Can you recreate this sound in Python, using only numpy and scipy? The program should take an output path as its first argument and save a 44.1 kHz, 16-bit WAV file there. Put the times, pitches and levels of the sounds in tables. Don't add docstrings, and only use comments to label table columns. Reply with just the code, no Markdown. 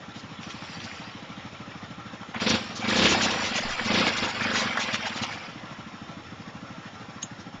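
import sys
import numpy as np
from scipy import signal
from scipy.fft import rfft, irfft
from scipy.io import wavfile

SR = 44100
rng = np.random.default_rng(int(sys.argv[2]) if len(sys.argv) > 2 else 0)


def unload_audio(sound):
    columns = np.transpose(np.atleast_2d(sound))
    steps = np.round(np.clip(columns, -1, 1) * 32767)
    wavfile.write(sys.argv[1], SR, steps.astype(np.int16))


N = 335160
T = np.arange(N) / SR


def amp(db):
    return 10 ** (np.asarray(db) / 20)


def unit(x):
    return x / np.sqrt(np.mean(x ** 2) + 1e-20)


def curve(rows, t=T):
    return np.interp(t, *np.transpose(rows))


def add(mix, start_s, sound):
    part = mix[max(0, round(start_s * SR)):][:len(sound)]
    part += sound[:len(part)]


def ring(spectrum, peaks=(), size=4096):
    hz = abs(np.fft.fftfreq(size, 1 / SR))
    f, db = np.transpose(spectrum)
    db = np.interp(np.log(hz + 1), np.log(f), db)
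    for centre, width, height in peaks:
        db = db + height / (1 + (2 * (hz - centre) / width) ** 2)
    causal_log = np.conj(signal.hilbert(np.log(amp(db))))
    h = np.fft.ifft(np.exp(causal_log)).real
    return h / np.linalg.norm(h)


def thump(spectrum, size=2048):
    f, db = np.transpose(spectrum)
    hz = np.fft.rfftfreq(size, 1 / SR)
    pulse = np.fft.fftshift(irfft(amp(np.interp(np.log(hz + 1), np.log(f), db))))
    return pulse / pulse.max()


def through(x, h):
    return signal.oaconvolve(x, h)[:N]


def wander(rate_hz):
    lowpass = 1 / (1 + (np.fft.rfftfreq(N, 1 / SR) / rate_hz) ** 4)
    return unit(irfft(rfft(rng.standard_normal(N)) * lowpass, N))


def held(start_s, length_s, rise_s, fall_s):
    rise = np.clip((T - start_s) / rise_s, 0, 1)
    return rise * np.exp(-np.maximum(T - start_s - length_s, 0) / fall_s)


def burst(centre_s, half_length_s, edge=3.0):
    return np.exp(-np.minimum(abs((T - centre_s) / half_length_s), 4) ** edge)


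def patchy(x, depth_db, width_hz, length_s):
    hz, t, z = signal.stft(x, SR, nperseg=1024, noverlap=768)
    across = np.fft.fftfreq(len(hz), hz[1])[:, None]
    along = np.fft.fftfreq(len(t), t[1])
    blur = np.exp(-(across * width_hz) ** 2 - (along * length_s) ** 2)
    field = unit(np.fft.ifft2(np.fft.fft2(rng.standard_normal(z.shape)) * blur).real)
    z = z * amp(depth_db * np.clip(field, -2, 2))
    return unit(signal.istft(z, nperseg=1024, noverlap=768)[1][:N])


def grains(per_s, low_hz, high_hz, cycles, spread_db, clump_db, count=28):
    out = np.zeros(N)
    for hz in np.linspace(low_hz, high_hz, count):
        u = np.arange(int(4 * cycles * SR / hz)) * hz / SR / cycles
        grain = np.sin(2 * np.pi * cycles * u * (1 + u / 20)) * np.exp(-2 * u)
        at = np.flatnonzero(rng.random(N) < per_s / count / SR)
        clump = curve(np.c_[np.linspace(0, T[-1], 200), rng.standard_normal(200)], T[at])
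        size_db = spread_db * np.minimum(rng.exponential(1, len(at)), 4) + clump_db * clump
        train = np.zeros(N)
        train[at] = amp(size_db) * (-1) ** at
        out += through(train, unit(grain) / np.sqrt(len(u)))
    return unit(out)


# (time [s], firing rate [1/s])
ENGINE_SPEED = [(0.0, 12.71), (0.19, 13.04), (1.37, 13.31), (2.33, 12.99), (2.54, 29.58), (2.69, 20.97),
                (2.8, 20.52), (3.02, 33.58), (3.25, 32.36), (3.6, 20.74), (3.81, 18.04), (4.0, 33.0),
                (4.11, 25.93), (4.58, 25.18), (5.03, 17.44), (5.12, 18.29), (5.5, 13.06), (7.6, 13.14)]
IDLE_RATE_HZ = 13.1


def firing_rate(t=T):
    return curve(ENGINE_SPEED, t)


def octaves():
    return np.log2(firing_rate() / IDLE_RATE_HZ)


# (start [s], held [s], extra blow strength [dB])
THROTTLE_OPENINGS = [(2.319, 0.2, 11.5), (2.801, 0.32, 9.5), (3.06, 0.31, 5), (3.38, 0.26, 4),
                     (3.799, 0.21, 9.5), (4.02, 0.055, 8), (4.17, 0.084, 8.5), (4.37, 0.32, 6.5),
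                     (4.741, 0.43, 5), (5.1, 0.11, 0.5)]
THROTTLE_OPEN_S, THROTTLE_SHUT_S = 0.059, 0.014


def throttle():
    return sum(db * held(start, length, THROTTLE_OPEN_S, THROTTLE_SHUT_S)
               for start, length, db in THROTTLE_OPENINGS)


# (time [s], strength change [dB])
UNEVEN_FIRINGS = [(.01, -9.5), (.923, -4), (1.525, -7), (2.42, 1), (2.465, 1.5), (2.505, 0.5), (2.54, 7),
                  (2.613, 2.5), (2.701, 3), (2.797, 5), (2.575, 2), (2.843, 0), (3.05, 1.5), (3.08, -7.5),
                  (3.11, -5.5), (3.26, 2), (3.435, 2.5), (3.56, 2), (3.655, 6), (3.758, -9), (3.81, 6),
                  (4.07, 3.5), (4.145, 2), (4.34, 1), (4.615, -2.5), (4.94, 1.5), (5.218, 7.5), (5.279, 1),
                  (5.412, -20), (6.25, -22), (6.931, -6)]
IDLE_BLOW_DB, BLOW_DB_PER_OCTAVE = -34.5, 4


def firings():
    cycles = np.cumsum(firing_rate()) / SR - 1 / 10
    times = np.interp(np.arange(int(cycles[-1]) + 1), cycles, T)
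    force_db = IDLE_BLOW_DB + BLOW_DB_PER_OCTAVE * octaves() + throttle()
    db = np.interp(times, T, force_db) + 0.74 * rng.standard_normal(len(times))
    for when, change_db in UNEVEN_FIRINGS:
        db[np.argmin(abs(times - when))] += change_db
    jitter_s = .00015 * rng.standard_normal(len(times))
    return times + jitter_s, db, cycles


# (delay [s], share [ratio])
PIPE_ECHOES = [(.0043, 1), (0.0102, 0.96), (.0185, .12), (0.026, 0.22)]
# (frequency [Hz], relative level [dB per Hz])
IDLE_BLOW = [(20, -31), (50, -23), (80, -5.5), (115, 2.5), (150, -1.5), (200, -2), (260, -1), (320, -8),
             (400, -20), (520, -20), (700, -31), (1500, -34.5), (4000, -59.5)]
# (frequency [Hz], relative level [dB per Hz])
REV_BLOW = [(20, -23.5), (45, -21.5), (75, -6), (110, 3), (160, -2), (235, 7), (290, -7), (385, -27.5),
            (510, -23), (750, -27), (1500, -42), (4000, -63.5)]
# (frequency [Hz], relative level [dB], decay [s])
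SILENCER_MODES = [(257, -5, 0.0056), (331, -6.5, 0.01), (505, -14, 0.011)]


def exhaust(times, strengths, lead_s=0.00347, idle_db=22.0, bark_from_db=-19, bark_growth=0.76):
    rev_db, echo_s, echo_share = -.8, .0087, .3
    slow, fast, t = np.zeros(N), np.zeros(N), np.arange(SR // 10) / SR
    pulse = thump(REV_BLOW)
    bark = sum(amp(db) * np.cos(2 * np.pi * hz * t) * np.exp(-t / decay)
               for hz, db, decay in SILENCER_MODES)
    bark *= 1 - np.exp(-t / 0.00045)
    for s, db in zip(times, strengths):
        revving = np.clip((firing_rate(s) - 13.8) / 1.7, 0, 1)
        size = -amp([db])
        for delay, share in [(0.000068, 1)] + PIPE_ECHOES:
            varied = share * (1 + 0.031 * rng.standard_normal())
            add(slow, s - lead_s + delay, size * (1 - revving) * varied)
        burn = amp(1.5 * rng.standard_normal())
        bounce = 1 + .6 * rng.standard_normal()
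        for delay, share in [(0, 1), (echo_s, echo_share * bounce)]:
            add(fast, s + delay - len(pulse) / 2 / SR, size * revving * burn * share * pulse)
        add(fast, s, size * revving * amp(bark_growth * min(db - bark_from_db, 0)) * bark)
    return amp(idle_db) * through(slow, ring(IDLE_BLOW)) + amp(rev_db) * fast


# (frequency [Hz], relative level [dB per Hz])
GAS_SPECTRUM = [(30, -23.5), (70, -4), (130, -4), (230, 4), (320, 5.5), (410, 3.5), (520, 2), (700, -5.5),
                (1100, -4), (2000, -6.5), (3400, -1.5), (5000, -11.5), (7000, -39.5), (9000, -36)]


def rasp(times, strengths, decay_s=0.024, growth=1.65, level_db=-22, repeat=0.62):
    puffs, t = np.zeros(N), np.arange(SR // 10) / SR
    own = rng.standard_normal(len(t))
    shape = (1 - np.exp(-t / 0.0042)) * np.exp(-t / decay_s)
    for s, db in zip(times, strengths):
        gas = unit(repeat * own + (1 - repeat) * rng.standard_normal(len(t)))
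        flow = np.clip(firing_rate(s) / 26, 0, 1) ** 2
        add(puffs, s - .003, amp(level_db + growth * (db + 22.5)) * flow * shape * gas)
    return through(puffs, ring(GAS_SPECTRUM, [(517.0, 35, 6.4), (1057, 38, 5.7), (3630, 130, 3.9)]))


VALVE_KNOCKS = [(0.03, 0.37), (.14, 0.48), (0.238, 1), (0.449, 0.29), (0.662, 0.34), (.82, 0.56)]
# (frequency [Hz], relative level [dB per Hz])
CASE_SPECTRUM = [(25, -31.5), (45, -24), (90, 4), (250, 2), (410, 0.5), (520, -2), (650, -2.5), (1200, -2),
                 (1900, -5), (2600, -8), (3600, -8.5), (4400, -15.5), (7200, -19.5), (9000, -40)]
# (frequency [Hz], width [Hz], height above the rest [dB])
COVER_MODES = [(553, 22, 3.5), (806, 53, 6.5), (1190, 280, 2.5), (1351, 34, 10), (1855, 220, 2.5),
               (5396, 260, 9)]


def clatter(cycles, decay_s=0.0039, knock=0.93, repeat=0.56, level_db=-42.5, db_per_decade=13,
            throb_db=1.0):
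    knocks, t = np.zeros(N), np.arange(SR // 20) / SR
    for phase, size in VALVE_KNOCKS:
        own = rng.standard_normal(len(t))
        for s in np.interp(np.arange(int(cycles[-1])) + phase, cycles, T):
            noise = unit(repeat * own + (1 - repeat) * rng.standard_normal(len(t)))
            add(knocks, s, size * amp(3.3 * rng.standard_normal()) * noise * np.exp(-t / decay_s))
    throb = throb_db * np.cos(2 * np.pi * (cycles - .2))
    whirr = rng.standard_normal(N) * amp(0.85 * wander(25) + throb)
    level = amp(level_db + db_per_decade * np.log10(firing_rate() / 13))
    source = patchy(whirr + knock * knocks, depth_db=3.0, width_hz=40, length_s=0.078)
    return level * unit(through(source, ring(CASE_SPECTRUM, COVER_MODES)))


# (time [s], level [dB])
TRICKLE_LEVEL = [(0, -53.5), (1.05, -48.5), (1.7, -54), (2.3, -54), (5.5, -65), (7.6, -78)]


def trickle():
    drops = grains(per_s=2500, low_hz=1960, high_hz=3760, cycles=13, spread_db=-1.5, clump_db=7.5,
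                   count=16)
    return amp(curve(TRICKLE_LEVEL)) * drops


# (time [s], level [dB])
WIND_LEVEL = [(0, -80), (2.3, -74.5), (3.6, -61.5), (3.665, -39), (3.78, -52), (3.85, -56), (4.5, -64.5),
              (7.5, -79), (7.6, -49)]


def wind():
    colour = ring([(8, 0.0), (25, -15.0), (60, -11.0), (150, -32), (600, -59.0)])
    return amp(curve(WIND_LEVEL)) * unit(through(rng.standard_normal(N), colour))


# (time [s], peak at source [dB], centre [Hz])
CLOD_HITS = [(0.431, -29, 3300), (0.504, -28, 3050), (0.623, -30, 2400), (0.677, -43, 4300),
             (0.802, -26, 3930), (0.914, -26, 2390), (2.346, -21, 1560), (2.41, -23, 1700),
             (3.0562, -7.5, 3440), (3.067, -10, 2940), (4.0677, -14, 3300), (4.408, -17, 1690),
             (4.5135, -14.5, 1700), (4.7725, -12, 1865), (4.9434, -11, 3300), (4.9535, -20, 2550),
             (5.064, -26, 2800), (5.176, -23, 2600), (5.235, -20, 2780)]
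# (time [s], level at source [dB], half length [s], centre [Hz])
SQUIRTS_AND_HISS = [(0.182, -46.5, 0.036, 3340), (0.433, -50, 0.011, 3200), (0.511, -41.5, 0.016, 3600),
                    (0.846, -42, 0.015, 4450), (0.962, -51, 0.018, 4340), (2.417, -37, 0.017, 3140),
                    (2.502, -23.5, 0.011, 3580), (2.556, -34, 0.011, 3630), (2.771, -36.5, 0.016, 4440),
                    (2.847, -42.5, 0.085, 3040), (2.907, -32, 0.012, 3430), (2.985, -27, 0.032, 3740),
                    (3.049, -24, 0.022, 3440), (3.113, -24, 0.034, 3160), (3.24, -23.5, 0.025, 3360),
                    (3.313, -26.5, 0.0064, 3030), (3.387, -54, 0.0099, 2800), (3.465, -33.5, 0.038, 3800),
                    (3.571, -27.5, 0.023, 3600), (3.612, -35.5, 0.0087, 3600), (3.71, -36, 0.021, 3300),
                    (3.859, -32, 0.014, 3800), (3.946, -31.5, 0.015, 3900), (4.001, -34, 0.014, 3700),
                    (4.079, -30, 0.017, 3750), (4.182, -31, 0.016, 3980), (4.252, -33, 0.016, 3430),
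                    (4.3, -34, 0.019, 3820), (4.437, -36.5, 0.014, 4200), (4.587, -28, 0.047, 3860),
                    (4.694, -54, 0.033, 3020), (4.821, -30, 0.028, 3600), (4.945, -29, 0.018, 3300),
                    (5.072, -33, 0.015, 3330), (5.172, -35.5, 0.017, 3350), (5.235, -30.5, 0.016, 3700),
                    (5.336, -41, 0.023, 2987), (7.227, -40, 0.0077, 3800), (7.409, -51, 0.021, 4280)]


def splashes(crack_s=0.0009, rise_s=0.00046, patter_s=0.021, patter_share=0.084, spatter_db=-0.5):
    out, t = np.zeros(N), np.arange(SR // 20) / SR
    shape = np.exp(-t / crack_s) + patter_share * np.exp(-t / patter_s)
    shape *= 1 - np.exp(-t / rise_s)
    for s, db, hz in CLOD_HITS:
        colour = ring([(hz / 10, -22), (hz / 2, -8), (hz, 0), (hz * 1.58, -6), (hz * 1.1, -30)])
        smack = through(rng.standard_normal(len(t)) * shape, colour)
        add(out, s, amp(db) * smack / abs(smack).max())
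    noise = patchy(rng.standard_normal(N), depth_db=6, width_hz=60, length_s=.04)
    noise = noise * amp(spatter_db * wander(300))
    for s, db, length, hz in SQUIRTS_AND_HISS:
        near = abs(T - s) < 2 * length
        colour = ring([(300, -20), (hz * 0.29, -17), (hz, 0), (hz * 1.4, -3.5), (7000, -7), (9000, -24)])
        coloured = unit(signal.fftconvolve(noise[near], colour)[:near.sum()])
        out[near] += amp(db) * burst(s, length)[near] * coloured
    return out


# (start [s], length [s], churn at idle speed [relative dB],
# spray at idle speed [relative dB])
MUD_BOUTS = [(0.408, 0.14, -50.5, -45.5), (0.592, 0.33, -45.5, -43), (2.399, 0.082, -42.5, -36),
             (2.868, 0.59, -37, -36.5), (3.614, 0.16, -35, -37), (3.856, 0.31, -35.5, -38.5),
             (4.335, 0.71, -35.5, -42.5), (4.84, 0.48, -37.5, -42)]
# (time [s], relative level [dB], half length [s])
SLURRY_SLOPS = [(2.363, -31.5, 0.021), (2.416, -30.5, 0.019), (2.845, -32.5, 0.034), (3.137, -36, .02),
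                (3.574, -31, 0.027), (3.625, -36, 0.01), (3.799, -32, 0.015), (4.25, -36, .015),
                (4.572, -33, 0.027), (4.823, -37, 0.013), (4.943, -47, 0.014), (5.066, -35.5, 0.033),
                (5.24, -48, 0.0059)]
BITE_S, CHURN_SETTLE_S, SPRAY_SETTLE_S = 0.017, 0.32, 0.18
CHURN_DB_PER_OCTAVE, SPRAY_DB_PER_OCTAVE = 7.5, 6
CHURN_PUSH, SPRAY_PUSH = 0.025, 0.18


def thrown():
    churn = np.max([amp(db) * held(s, length, BITE_S, CHURN_SETTLE_S)
                    for s, length, db, _ in MUD_BOUTS], axis=0)
    spray = np.max([amp(db) * held(s, length, BITE_S, SPRAY_SETTLE_S)
                    for s, length, _, db in MUD_BOUTS], axis=0)
    speed, push_db = octaves(), throttle()
    slops = sum(amp(db) * burst(s, length) for s, db, length in SLURRY_SLOPS)
    return (churn * amp(CHURN_DB_PER_OCTAVE * speed + CHURN_PUSH * push_db) + slops,
            spray * amp(SPRAY_DB_PER_OCTAVE * speed + SPRAY_PUSH * push_db))


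# (frequency [Hz], relative level [dB per Hz])
SLURRY_SPECTRUM = [(30, -32.5), (90, -20.5), (250, -2.5), (390, -10), (550, -1.5), (1200, 0), (2300, 2),
                   (3400, -4.5), (4500, -25), (7000, -23), (9000, -34)]
# (frequency [Hz], relative level [dB per Hz])
SPRAY_SPECTRUM = [(200, -47), (1500, -18), (2600, 4.5), (3500, -2), (4600, 6), (5900, 3), (6300, -22),
                  (7200, 0), (9000, -6)]


def mud(cycles, churn_db=-2.5, spray_db=-4, wash=0.66, mist=0.34, throb_db=-0.9, surge_db=0.17):
    churn, spray = thrown()
    gurgle = grains(per_s=1800, low_hz=467.5, high_hz=4030, cycles=6.9, spread_db=0.5, clump_db=-0.5)
    gurgle = gurgle + wash * rng.standard_normal(N)
    fizz = grains(per_s=3000, low_hz=2233, high_hz=7640, cycles=14.0, spread_db=2.5, clump_db=1.5)
    fizz = fizz + mist * rng.standard_normal(N)
    gurgle = patchy(gurgle, depth_db=5.5, width_hz=52, length_s=0.086)
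    gurgle = through(gurgle, ring(SLURRY_SPECTRUM))
    fizz = patchy(fizz, depth_db=6.5, width_hz=70, length_s=.06)
    fizz = through(fizz, ring(SPRAY_SPECTRUM))
    surge = amp(surge_db * wander(27) + throb_db * np.cos(2 * np.pi * (cycles - .15)))
    return surge * (amp(churn_db) * churn * unit(gurgle) + amp(spray_db) * spray * unit(fizz))


def splats(per_s=55, low_hz=650, high_hz=3400, swell_s=0.0022, level_db=4, count=12):
    out, t = np.zeros(N), np.arange(SR // 20) / SR
    for hz in np.geomspace(low_hz, high_hz, count):
        length = swell_s * 2 ** rng.uniform(-.5, 1)
        smack = rng.standard_normal(len(t)) * (t / length) ** 2 * np.exp(-t / length)
        colour = ring([(hz / 4, -40), (hz * .75, -12), (hz, 0), (hz * 1.4, -12), (hz * 3, -45)])
        lands = (rng.random(N) < per_s / count / SR).astype(float)
        out += through(lands, through(smack, colour))
    return amp(level_db) * thrown()[0] * out


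# (frequency [Hz], relative level [dB per Hz])
AIRBOX_SPECTRUM = [(25, -34.5), (60, -3), (120, -12), (200, -2.5), (270, -10), (318, 0), (370, 6.5),
                   (430, -5), (520, -15.5), (800, -12.5), (2500, -54)]


def intake(times, cycles, phase=.42, level_db=-15, db_per_octave=30, full_rate_hz=33):
    growth = 1.2
    out, honk, opening_db = np.zeros(N), ring(AIRBOX_SPECTRUM, [(327.0, 50, 5)]), throttle()
    for s in np.interp(np.arange(len(times)) + phase, cycles, T):
        speed_db = db_per_octave * np.log2(firing_rate(s) / full_rate_hz)
        draw_db = growth * np.interp(s, T, opening_db) + speed_db
        add(out, s, amp(level_db + draw_db + 1.2 * rng.standard_normal()) * honk)
    return out


# (time [s], relative level [dB])
CONTACTS = [(7.228, 1), (7.235, -7), (7.242, -13), (7.247, -19), (7.253, -21)]
# (frequency [Hz], relative level [dB], T60 [s])
METAL_MODES = [(6420, -28, 0.012), (6520, -15.5, 0.023), (6640, -24, .016), (7000, -28, 0.026),
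               (7150, -31, 0.045)]
# (frequency [Hz], relative level [dB per Hz])
CRACK_SPECTRUM = [(300, -22), (1500, -9), (2200, -8), (3100, 5), (4100, 2), (5200, -29), (9000, -12)]


def snap(crack_db=-22, crack_s=0.0039, contact_s=0.0018):
    out, t = np.zeros(N), np.arange(SR // 10) / SR
    for s, db in CONTACTS:
        tink = sum(amp(level - 60 * t / t60) * np.sin(2 * np.pi * (hz * t + rng.random() / 4))
                   for hz, level, t60 in METAL_MODES)
        add(out, s, amp(db) * tink * (1 - np.exp(-(t / contact_s) ** 2)))
    crack = through(rng.standard_normal(len(t)) * t * np.exp(-2 * t / crack_s), ring(CRACK_SPECTRUM))
    add(out, CONTACTS[0][0], amp(crack_db) * crack / abs(crack).max())
    return out


def outdoors(x, notch_hz=395, notch_width_hz=80, notch_db=-6):
    wet_db, t60_s = -23, .24
    t = np.arange(SR // 2) / SR
    x = through(x, ring([(20, 0.0017), (9000, 0.0014)], [(notch_hz, notch_width_hz, notch_db)]))
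    tail = rng.standard_normal(len(t)) * amp(-60 * t / t60_s) * (t > .012)
    return x + amp(wet_db) * through(x, tail / np.linalg.norm(tail))


def scene():
    times, strengths, cycles = firings()
    engine = exhaust(times, strengths) + intake(times, cycles)
    engine = engine + rasp(times, strengths) + clatter(cycles)
    wet = mud(cycles) + splats() + splashes() + trickle()
    return (outdoors(engine + wet + snap()) + wind())[None]


# (frequency [Hz], gain [dB])
MICROPHONE_RESPONSE = [(20, 0.5), (7200, -1), (7350, -15), (8400, -17), (9100, -22.5)]
EDGE_HZ = 9160


def record(dry):
    h = ring(MICROPHONE_RESPONSE)
    heard = through(dry[0], h / abs(h.sum()))
    band_limit = signal.firwin(511, EDGE_HZ, window=("kaiser", 9), fs=SR)
    return signal.oaconvolve(heard, band_limit, "same")[None]


dry = scene()
out = record(dry)
unload_audio(out)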